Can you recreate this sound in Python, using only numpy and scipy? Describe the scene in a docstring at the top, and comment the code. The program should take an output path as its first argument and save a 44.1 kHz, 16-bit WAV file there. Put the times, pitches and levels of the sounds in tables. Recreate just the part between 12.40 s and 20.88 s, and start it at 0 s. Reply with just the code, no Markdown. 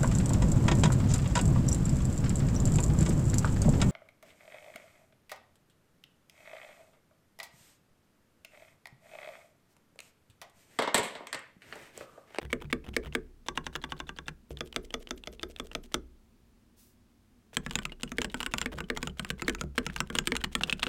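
"""A space bar scrapes down over quiet room air and snaps on a mechanical keyboard, on a desk close to the one microphone.
Then one key is tapped quickly, another slowly; after a pause with a faint hiss both hands type fast,
and the last few strokes fall on a second keyboard. Each stroke rings damped modes and noise bursts of case, plate and
keycap, in shares set by its strength and by press or spring-back; rubs and scrapes are noise broken into spurts.
The desk hums under the knocks, and the small room adds a short tail of decaying noise to the keyboard sounds."""
import sys
import numpy as np
from scipy import signal
from scipy.fft import rfft, irfft, next_fast_len
from scipy.io import wavfile
from scipy.ndimage import map_coordinates

SR = 44100
rng = np.random.default_rng(int(sys.argv[2]) if len(sys.argv) > 2 else 0)


def store_pcm(level_fs):
    """Save levels as 16-bit WAV."""
    pcm = np.round(np.clip(level_fs, -1, 1) * 32767).astype(np.int16)
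    wavfile.write(sys.argv[1], SR, np.atleast_2d(pcm).T)


N = 373968

# Space bar hitting its stop, first alone, then between words: [t/s, strength level/dB]
SPACE_BAR = [(0.1288, -34.0), (0.3274, -33), (0.565, -33.0), (0.7509, -34), (5.7836, -35), (6.2588, -38),
             (6.501, -36), (7.081, -33.0), (7.3789, -32.5), (7.92, -34.5)]
# One key tapped quickly: [t/s, strength level/dB]
QUICK_KEY = [(1.085, -36.5), (1.1749, -34), (1.266, -40.5), (1.3536, -39.5), (1.4395, -40.0),
             (1.521, -39.0), (1.6014, -41.5), (1.6918, -43), (1.7867, -44.5), (1.8821, -40.5)]
# One key eased down and let snap back: [t/s, strength level/dB]
SLOW_KEY = [(2.2073, -40), (2.362, -35.5), (2.541, -37.5), (2.7084, -40), (2.873, -45), (3.031, -40.0),
            (3.1983, -41.5), (3.3506, -38.0), (3.5427, -32.5)]
# Typed keys driven to the bottom: [t/s, strength level/dB, cap-over-plate brightness level/dB, pitch ratio]
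PRESSES = [(5.1691, -32.5, 3, 1.09), (5.2632, -43, -6.5, 1.04), (5.355, -34.5, 8.5, 0.91),
           (5.6328, -40, 7, 1.06), (5.7182, -45.5, -3, 0.95), (5.8452, -38.5, 0.5, 0.99),
           (5.9434, -39.5, -4.5, 1.05), (6.1379, -34, -1.5, 0.99), (6.4045, -41.5, -3.0, 0.97),
           (6.6288, -39.0, 2, 0.96), (6.6726, -41, 2, 0.96), (6.7953, -38.5, 1.5, 1.04),
           (6.9029, -36.5, 1.5, 0.97), (7.0201, -39.0, -1, 0.93), (7.0956, -37, -1.5, 1.14),
           (7.2112, -38, -1.5, 1.02), (7.4652, -38.5, 0.5, 0.974), (7.604, -32.5, -0.5, 1.06),
           (7.7009, -45.0, -6, 1.08), (7.752, -35.5, 1.5, 1.1), (7.7864, -31, 7, 1),
           (7.8724, -32.5, 3.5, 1.07), (8.0394, -37.5, 4, 0.96), (8.152, -31.5, 0.5, 1.11)]
# Typed keys springing back up: [t/s, strength level/dB, cap-over-plate brightness level/dB]
RELEASES = [(5.3096, -44, 3), (5.3884, -40.5, -1), (5.453, -38, 4), (5.8171, -37, 5), (6.004, -39, 2.5),
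            (6.0298, -40.5, 2), (6.0625, -36.5, 0), (6.183, -38.5, 8), (6.215, -35.5, 1.5),
            (6.3855, -45, -8.5), (6.573, -40.0, -0.5), (6.8477, -44, -1), (7.1486, -44, -2.5),
            (7.5621, -39, -1.0), (7.953, -40, -5), (7.9657, -38.5, 8.5)]
# Second keyboard, keys going down: [t/s, strength level/dB, cap-over-plate brightness level/dB]
SECOND_PRESSES = [(8.21, -42, -8), (8.326, -35, 13.5), (8.4669, -37.5, 3)]
# Second keyboard, keys coming up: [t/s, strength level/dB, cap-over-plate brightness level/dB]
SECOND_RELEASES = [(8.2345, -33.5, 11.5), (8.2964, -37.5, 11.5), (8.3949, -48.5, 4), (8.4295, -33.5, 9)]
# Set second landings of a loose cap: [t/s, level/dB]
SET_BOUNCES = [(1.3602, -39.5), (6.0109, -41.5), (7.3832, -33.5), (8.044, -32.5), (8.433, -33.5)]
# Fingers brushing neighbouring keycaps: [t/s, level/dB, nominal cap f/Hz]
TOUCHES = [(5.52, -45, 2820), (6.2256, -44, 2700), (6.5639, -43, 1930), (6.9954, -46.5, 1980),
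           (7.4992, -44.5, 1410), (8.0152, -48, 1600), (8.4235, -44, 3520)]
# Keys pressed askew, scraping down their stems: [t/s, length/s, level/dB]
SCRAPES = [(6.316, 0.023, -43.5), (6.371, 0.023, -44.5), (8.273, 0.025, -45)]
# Hand or thumb landing softly on the board: [t/s, level/dB]
PUSHES = [(2.107, -40.5), (6.339, -41), (7.238, -38)]
# A faint brief hiss in the pause: [t/s, level/dB]
SWISH = [(4.362, -100), (4.393, -60.5), (4.56, -91)]

# Nominal modes of the space bar with its plate and case: [f/Hz, relative level/dB, t60/s]
SPACE_MODES = [(160, -21.5, 0.0095), (248.2, -11, 0.059), (335, -23.5, 0.044), (440.6, -13.5, 0.048),
               (571, -19, 0.027), (1178, -19.5, 0.025), (1615, -6, 0.015), (1820, -8, 0.015),
               (2230, -7.5, 0.023), (3470, -14.5, 0.015), (3500, -1.5, 0.00304), (5600, -9.5, 0.002)]
# Modes of the quickly tapped key: [f/Hz, relative level/dB, t60/s]
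QUICK_MODES = [(155.4, -22, 0.11), (266, -18, 0.049), (380, -7.5, 0.011), (528, -14.5, 0.016),
               (930, -8, 0.02), (1116, -15.5, 0.074), (1367, -9.5, 0.019), (1620, -8, 0.031),
               (1995, -11.5, 0.016), (2810, 2, 0.012), (3536, -3.5, 0.024), (5950, 6, 0.0023)]
# Modes of the slowly tapped key: [f/Hz, relative level/dB, t60/s]
SLOW_MODES = [(245.6, -17.5, 0.064), (338, -2.5, 0.0092), (369, -11.5, 0.035), (435.5, -13, 0.026),
              (650, -12.5, 0.031), (1274, -12, 0.03), (1680, 2.5, 0.0015), (2290, -9, 0.008),
              (3300, 1, 0.004), (3535, -7.5, 0.021), (4644, -4.5, 0.0033), (6220, -5, 0.0026)]
# Modes of the typed keys: [f/Hz, relative level/dB, t60/s]
TYPING_MODES = [(147, -12.5, 0.037), (213, -7.5, 0.048), (288, -14.5, 0.011), (409, -13.5, 0.026),
                (988, -4.5, 0.02), (1263, -11, 0.055), (1483, -3, 0.031), (1993, 3, 0.0064),
                (2878, 0, 0.013), (3400, -18, 0.0032), (5300, -7.5, 0.0056), (7260, -4.5, 0.011),
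                (8400, -6.5, 0.0015)]
# Modes of the second keyboard: [f/Hz, relative level/dB, t60/s]
SECOND_MODES = [(171, -8, 0.075), (230, -7.5, 0.065), (532, -7.5, 0.038), (1000, -35, .006),
                (1480, 8, 0.0062), (2702, 8.5, 0.015), (2910, 10, 0.009), (3406, -2, 0.014),
                (4000, 9, 0.0034), (6140, -17, 0.0025)]
# Modes of a lightly touched keycap, before scaling to its pitch: [f/Hz, relative level/dB, t60/s]
TOUCH_MODES = [(1311, -23.5, 0.024), (2350, -24, 0.0077), (2835, -1.5, 0.031), (3256, -2, 0.012)]
# Modes of the springs under the typed keys: [f/Hz, relative level/dB, t60/s]
SPRING_MODES = [(7400, 3, 0.065), (8050, 11.5, 0.016), (8400, -24.5, 0.16)]
# Modes of the slow key's spring: [f/Hz, relative level/dB, t60/s]
HIGH_SPRING_MODES = [(11430, 4, 0.05), (12400, 0, 0.035), (14330, -3, .08), (14500, -2.5, .06)]
# Modes of the desk top under knocks: [f/Hz, relative level/dB, t60/s]
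DESK_MODES = [(27.65, -1.5, 0.98), (46.6, -1.5, 0.54), (64.7, 0.5, 0.65), (147.3, -1, 0.23),
              (222.3, -8.5, 0.47)]
# Modes of a soft push into the desk: [f/Hz, relative level/dB, t60/s]
PUSH_MODES = [(65, 2, 0.4), (107, -4.5, .2), (143, -3.5, 0.28), (215.6, -4.5, .2)]

# Noise spectrum of struck plastic: [f/Hz, relative density level/dB]
CRACK = [(120, 0), (300, 9.5), (750, 0.5), (1600, -0.5), (3300, 1), (4200, -7.5), (6200, -17), (8300, -13),
         (10500, -23), (15500, -28.5)]
# Noise spectrum of a light rub: [f/Hz, relative density level/dB]
RUB = [(400, -4.5), (1500, -5.5), (3200, 2.5), (4500, -5.5), (8000, -5), (11000, -12.5), (15500, -16.5)]
# Noise spectrum of a duller scrape: [f/Hz, relative density level/dB]
SCRAPE = [(400, 9), (950, 0.5), (1600, 0), (2300, -5), (3100, -1.5), (4500, -16.5), (15500, -24)]
# Noise spectrum of the quiet room air: [f/Hz, relative density level/dB]
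AIR = [(12, -38.5), (20, 0), (74, -2), (107, -3.5), (154, -11.5), (248, -0.5), (270, -12), (337, -11),
       (574, -21.5), (6910, -34), (16000, -39)]
# Noise spectrum of the hiss: [f/Hz, relative density level/dB]
HISS = [(1500, -12), (5000, -2), (16000, -1.5)]
# Decay of the room tail: [f/Hz, t60/s]
ROOM_T60 = [(350, 0.46), (800, 0.18), (2500, 0.37), (12000, 0.0375)]
# Colour of the room tail: [f/Hz, relative level/dB]
ROOM_COLOUR = [(100, 5.5), (300, 9.5), (700, 1.0), (1400, -3.5), (3000, -17.5), (6000, -10), (14000, -0.5)]
# Ranges of case, plate and keycap: [lowest f/Hz, upper f/Hz]
BANDS = [(20, 700), (700, 2500), (2500, 16000)]

TOP_HZ = 16100
LEVEL_SPAN_S = .02
T = np.arange(int(.25 * SR)) / SR  # s, the span of a short sound
LONG_T = np.arange(SR // 2) / SR  # s, the span of a desk sound
TYPING_START_S = 5
# A slow tap is eased down, then the finger slips off with a tick, then the key snaps up; leads count back from the snap
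BAR_EASE_LEAD_S, BAR_EASE_S, BAR_LAND_LEAD_S, BAR_SLIP_LEAD_S = .125, 0.06, .085, .026
KEY_EASE_LEAD_S, KEY_EASE_S, KEY_SLIP_LEAD_S = .112, 0.04, .0355
# Chance second landings: share of the strokes, median delay, level against the first click
BOUNCE_SHARE, BOUNCE_S, BOUNCE_DB = .25, 0.0046, -9.5
# Grazed caps: share of the typed strokes, longest wait, middle level, median cap pitch
GRAZE_SHARE, GRAZE_WAIT_S, GRAZE_DB, GRAZE_HZ = .5, 0.058, -53.5, 2900


def amp(db):
    """Decibels to gain."""
    return 10 ** (np.asarray(db) / 20)


def unit(x):
    """Scale to rms 1."""
    return x / np.sqrt(np.mean(x ** 2) + 1e-20)


def blow(x):
    """Scale a short sound to the energy of rms 1 held for LEVEL_SPAN_S."""
    return x / np.sqrt(np.sum(x ** 2) / (LEVEL_SPAN_S * SR) + 1e-20)


def along(points, hz):
    """Interpolate (f/Hz, value) points on a log frequency axis."""
    f, value = np.transpose(points)
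    return np.interp(np.log(hz + 1), np.log(f), value)


def curve(rows):
    """Interpolate (t/s, value) rows to one value per sample."""
    return np.interp(np.arange(N) / SR, *np.transpose(rows))


def fade(t60, t=T):
    """Decay by 60 dB in t60 seconds."""
    return np.exp(-np.log(1000) * t / t60)


def noise(spectrum, size, band=(0, SR)):
    """Coloured noise of rms 1 inside a band."""
    hz = np.fft.rfftfreq(size, 1 / SR)
    inside = (hz >= band[0]) & (hz < band[1])
    white = rfft(rng.standard_normal(size))
    return unit(irfft(white * amp(along(spectrum, hz)) * inside, size))


def add(track, s, sound):
    """Mix a sound into the track at time s."""
    part = track[max(round(s * SR), 0):][:len(sound)]
    part += sound[:len(part)]


def ring(modes, detune, scatter_db, t=T):
    """Damped modes of alternating sign; every blow finds them at slightly new pitches and strengths."""
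    hz, db, t60 = np.transpose(modes)[:, :, None]
    pitch, size = rng.standard_normal((2, len(modes), 1))
    sign = (-1) ** np.arange(len(modes))[:, None]
    wave = np.sin(2 * np.pi * hz * np.exp(detune * pitch) * t)
    return np.sum(sign * amp(db + scatter_db * size) * fade(t60, t) * wave, axis=0)


def played(rows, knock_db, knock_follows, bright_db=0):
    """From strength to (s, case knock dB, plate clack dB, keycap click dB, pitch ratio).
    The knock is mostly the weight behind the key; knock_follows is the share of the strength it takes up."""
    usual_db = np.mean([row[1] for row in rows])

    def stroke(s, db, own_bright_db=0, pitch=1):
        tilt_db = (bright_db + own_bright_db) / 2
        stroke_knock_db = usual_db + knock_db + knock_follows * (db - usual_db)
        return s, stroke_knock_db, db - tilt_db, db + tilt_db, pitch
    return [stroke(*row) for row in rows]


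def air():
    """The quiet air of the room: steady coloured noise."""
    return amp(-63.5) * noise(AIR, N)


def grains(spectrum, length, rough_db):
    """Noise that swells and fades, broken into spurts of a few milliseconds, as in stick and slip."""
    size = round(length * SR)
    knots = np.arange(size) * 350 / SR  # 350 random levels a second
    spurts = map_coordinates(rng.standard_normal(len(T)), [knots], order=1)
    swell = signal.windows.tukey(size, .5)
    return unit(noise(spectrum, len(T))[:size] * amp(rough_db * spurts) * swell)


def tick(hz):
    """A fingertip tips a keycap against its stem; the cap's main mode lies near hz."""
    cap_hz = max(TOUCH_MODES, key=lambda mode: mode[1])[0]
    modes = [(f * hz / cap_hz, level, t60) for f, level, t60 in TOUCH_MODES]
    cap = blow(ring(modes, detune=0.067, scatter_db=6))
    return blow(cap + amp(-3.5) * blow(noise(CRACK, len(T)) * fade(0.039)))


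def push():
    """A soft push goes through the keyboard into the desk as a few slowly starting low modes."""
    hum = ring(PUSH_MODES, detune=0, scatter_db=3, t=LONG_T)
    return blow(hum * (1 - fade(0.0086, LONG_T)))


def slow_bar_taps(scrape_db, wire_db, land_db, slip_db, bar_hz):
    """Before each lone snap the space bar scrapes down, rattles its wire, lands softly, and the thumb slips off."""
    track = np.zeros(N)
    for s, _ in SPACE_BAR:
        if s < TYPING_START_S:
            down = s - BAR_EASE_LEAD_S
            add(track, down, amp(scrape_db) * grains(SCRAPE, BAR_EASE_S, rough_db=11.0))
            for share in rng.random(2):
                add(track, down + share * BAR_EASE_S, amp(wire_db) * tick(bar_hz))
            add(track, s - BAR_LAND_LEAD_S, amp(land_db) * push())
            add(track, s - BAR_SLIP_LEAD_S, amp(slip_db) * tick(bar_hz))
    return track


def lead_ins(strokes, lead_s, spurts_db, tick_db):
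    """A small tick and a faint spurting noise lead into each stroke, louder for a harder stroke."""
    track = np.zeros(N)
    for s, _, _, click_db, *_ in strokes:
        length = np.clip(lead_s * np.exp(.2 * rng.standard_normal()), .005, .2)
        gain = amp(.5 * click_db + 0.47 * rng.standard_normal())
        start_tick = blow(noise(SCRAPE, len(T)) * fade(0.053))
        add(track, s - length, gain * amp(tick_db) * start_tick)
        add(track, s - length, gain * amp(spurts_db) * grains(RUB, length, rough_db=11.5))
    return track


def keys(strokes, modes, detune, crack_db, crack_t60, clack_t60, knock_t60, dense_db, bright_db):
    """Each stroke rings case, plate and keycap: a few clear modes over dense ones that die like noise."""
    track = np.zeros(N)
    case_modes, plate_modes, cap_modes = (np.array([m for m in modes if lo <= m[0] < hi]) for lo, hi in BANDS)
    # harder plastic tilts the crack up, dB per octave
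    crack = [(hz, db + bright_db * np.log2(hz)) for hz, db in CRACK]
    for s, knock_db, clack_db, click_db, pitch in strokes:
        key = [pitch, 1, 1]  # the key's place on the board shifts its pitch, not its strength or decay
        dense = [noise(crack, len(T), band) for band in BANDS]
        case = blow(ring(case_modes * key, 2 * detune, scatter_db=3.5))
        case += amp(dense_db) * blow(dense[0] * fade(knock_t60))
        plate = blow(ring(plate_modes * key, detune, scatter_db=2.5))
        plate += amp(dense_db) * blow(dense[1] * fade(clack_t60))
        cap = blow(ring(cap_modes * key, detune, scatter_db=3.84))
        cap += amp(crack_db) * blow(dense[2] * fade(crack_t60))
        # the light cap moves first, then the plate, and last the heavy case
        add(track, s, amp(click_db) * blow(cap * (1 - fade(0.00072))))
        add(track, s, amp(clack_db) * blow(plate * (1 - fade(0.0022))))
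        add(track, s, amp(knock_db) * blow(case * (1 - fade(0.017))))
    return track


def desk(strokes):
    """Knocks set the desk top swaying and humming in its low modes."""
    track = np.zeros(N)
    for s, knock_db, *_ in strokes:
        hum = ring(DESK_MODES, detune=0.064, scatter_db=3.0, t=LONG_T)
        # even a quiet stroke carries the weight of the finger
        add(track, s, amp(0.5 * knock_db - 22.0) * blow(hum * (1 - fade(0.11, LONG_T))))
    return track


def room(x):
    """A short diffuse tail of decaying noise, longest and strongest in the low middle."""
    hz, t, z = signal.stft(rng.standard_normal(SR // 2), SR, nperseg=256)
    colour = amp(along(ROOM_COLOUR, hz))[:, None]
    early = 1 + 2.47 * fade(0.14, t)  # desk and near walls answer first
    decay = fade(along(ROOM_T60, hz)[:, None], t)
    tail = signal.istft(z * colour * early * decay, SR, nperseg=256)[1]
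    delayed = np.pad(tail / np.linalg.norm(tail), (round(.004 * SR), 0))
    return signal.fftconvolve(x, delayed)[:N]


def quick_key_taps(lead_s, gap_s, tick_db, cap_hz):
    """The fingernail meets the quickly tapped cap with a double tick just before each stop."""
    track = np.zeros(N)
    for s, _ in QUICK_KEY:
        first = s - lead_s
        for start in (first, first + gap_s * (.5 + rng.random())):
            add(track, start, amp(tick_db + 2 * rng.standard_normal()) * tick(cap_hz))
    return track


def bounces(strokes):
    """Now and then a loose cap lands a second time: a thin click without the knock."""
    track, landings = np.zeros(N), list(SET_BOUNCES)
    for s, _, _, click_db, _ in strokes:
        chance, flight = rng.random(), np.exp(0.51 * rng.standard_normal())
        if chance < BOUNCE_SHARE:
            landings.append((s + BOUNCE_S * flight, click_db + BOUNCE_DB))
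    for s, db in landings:
        click = blow(noise(CRACK, len(T), (1000, SR)) * fade(0.014))
        click += amp(-11.0) * blow(ring(TOUCH_MODES, detune=0.035, scatter_db=7.5))
        add(track, s, amp(db) * blow(click))
    return track


def slow_key_taps(rub_db, land_db, spring_db, slip_db, cap_hz):
    """Before each snap the slow key rubs down, lands softly on the case, and the finger slips off.
    Its spring sings as the key starts down and again at the snap."""
    track = np.zeros(N)
    case_modes = [mode for mode in SLOW_MODES if mode[0] < BANDS[0][1]]
    for s, _ in SLOW_KEY:
        down = s - KEY_EASE_LEAD_S
        add(track, down, amp(rub_db) * grains(RUB, KEY_EASE_S, rough_db=9.5))
        landing = ring(case_modes, detune=.03, scatter_db=7.0) * (1 - fade(0.0085))
        add(track, down + 0.01165, amp(land_db) * blow(landing))
        for start in (down, s):
            add(track, start, amp(spring_db) * blow(ring(HIGH_SPRING_MODES, detune=.012, scatter_db=6)))
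    for s, _ in SLOW_KEY[:-1]:  # from the last tap the finger lifts cleanly
        add(track, s - KEY_SLIP_LEAD_S, amp(slip_db) * blow(tick(cap_hz) * fade(0.019)))
    return track


def touches():
    """Stray contacts of the hands: brushed caps, keys pressed askew, the hand settling."""
    track = np.zeros(N)
    for s, db, hz in TOUCHES:
        add(track, s, amp(db) * tick(hz))
    for s, length, db in SCRAPES:
        add(track, s, amp(db) * grains(SCRAPE, length, rough_db=3.5))
    for s, db in PUSHES:
        add(track, s, amp(db) * push())
        add(track, s, amp(db - 5.5) * blow(noise(CRACK, len(T), BANDS[0]) * fade(0.032)))
    return track


def swish():
    """A faint high hiss in the pause: coloured noise under a brief swell."""
    t = np.arange(N) / SR
    gain = curve([(s, amp(db)) for s, db in SWISH])
    sounding = (t > SWISH[0][0]) & (t < SWISH[-1][0])
    return gain * sounding * noise(HISS, N)


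def springs(strokes):
    """The switch springs ping faintly with each typed stroke."""
    track = np.zeros(N)
    for s, _, _, click_db, _ in strokes:
        add(track, s, amp(click_db - 17.5) * blow(ring(SPRING_MODES, detune=0.019, scatter_db=1)))
    return track


def grazes(strokes):
    """On its way to the next key a finger often grazes a cap."""
    track = np.zeros(N)
    for s, *_ in strokes:
        chance, wait = rng.random(2)
        size, pitch = rng.standard_normal(2)
        gain = (chance < GRAZE_SHARE) * amp(GRAZE_DB + 0.83 * size)
        add(track, s + GRAZE_WAIT_S * np.sqrt(wait), gain * tick(GRAZE_HZ * np.exp(.25 * pitch)))
    return track


def scene():
    """All the keys, the desk under them and the room around them."""
    space = played(SPACE_BAR, knock_db=1.5, knock_follows=1.0, bright_db=-6.5)
    quick = played(QUICK_KEY, knock_db=-5, knock_follows=0.77, bright_db=-2.0)
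    slow = played(SLOW_KEY, knock_db=-0.5, knock_follows=0.76, bright_db=2.5)
    # a press has the finger's weight behind it, a release only the spring
    typed = played(PRESSES, knock_db=0, knock_follows=.25)
    typed += played(RELEASES, knock_db=-7.5, knock_follows=.4)
    second = played(SECOND_PRESSES, knock_db=0, knock_follows=0.16)
    second += played(SECOND_RELEASES, knock_db=-10, knock_follows=0.88)

    board = keys(space, SPACE_MODES, detune=0.0015, crack_db=9.5, crack_t60=0.014,
                 clack_t60=0.029, knock_t60=0.081, dense_db=-9.5, bright_db=1.5)
    board += keys(quick, QUICK_MODES, detune=0.023, crack_db=-6.5, crack_t60=0.021,
                  clack_t60=.04, knock_t60=0.051, dense_db=-7, bright_db=-0.8)
    board += keys(slow, SLOW_MODES, detune=0.014, crack_db=-5.5, crack_t60=0.013,
                  clack_t60=0.024, knock_t60=0.049, dense_db=-1, bright_db=0.5)
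    board += keys(typed, TYPING_MODES, detune=0.057, crack_db=-1, crack_t60=.013,
                  clack_t60=0.033, knock_t60=0.036, dense_db=-6.5, bright_db=2.2)
    board += keys(second, SECOND_MODES, detune=0.049, crack_db=-1, crack_t60=0.023,
                  clack_t60=0.025, knock_t60=0.041, dense_db=-5.5, bright_db=-3.5)
    board += lead_ins(quick, lead_s=.026, spurts_db=-41.0, tick_db=-37.5)
    board += lead_ins(space + slow, lead_s=0.023, spurts_db=-42, tick_db=-41.5)
    board += lead_ins(typed + second, lead_s=0.032, spurts_db=-39.0, tick_db=-38.5)
    board += slow_bar_taps(scrape_db=-49, wire_db=-60.5, land_db=-40.5, slip_db=-50.5, bar_hz=2210)
    board += slow_key_taps(rub_db=-60.5, land_db=-54, spring_db=-70.5, slip_db=-48.5, cap_hz=2900)
    board += quick_key_taps(lead_s=.023, gap_s=0.011, tick_db=-61, cap_hz=3370)
    board += grazes(typed) + touches() + springs(typed)
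    board += bounces(quick + typed + second)
    around = desk(space + quick + slow + typed + second) + swish() + air()
    return (board + amp(-15.0) * room(board) + around)[None]


def record(dry):
    """The recorder keeps nothing above its band limit."""
    size = next_fast_len(N + SR // 2)
    kept = np.fft.rfftfreq(size, 1 / SR) < TOP_HZ
    return irfft(rfft(dry, size) * kept, size)[:, :N]


dry = scene()
out = record(dry)
store_pcm(out)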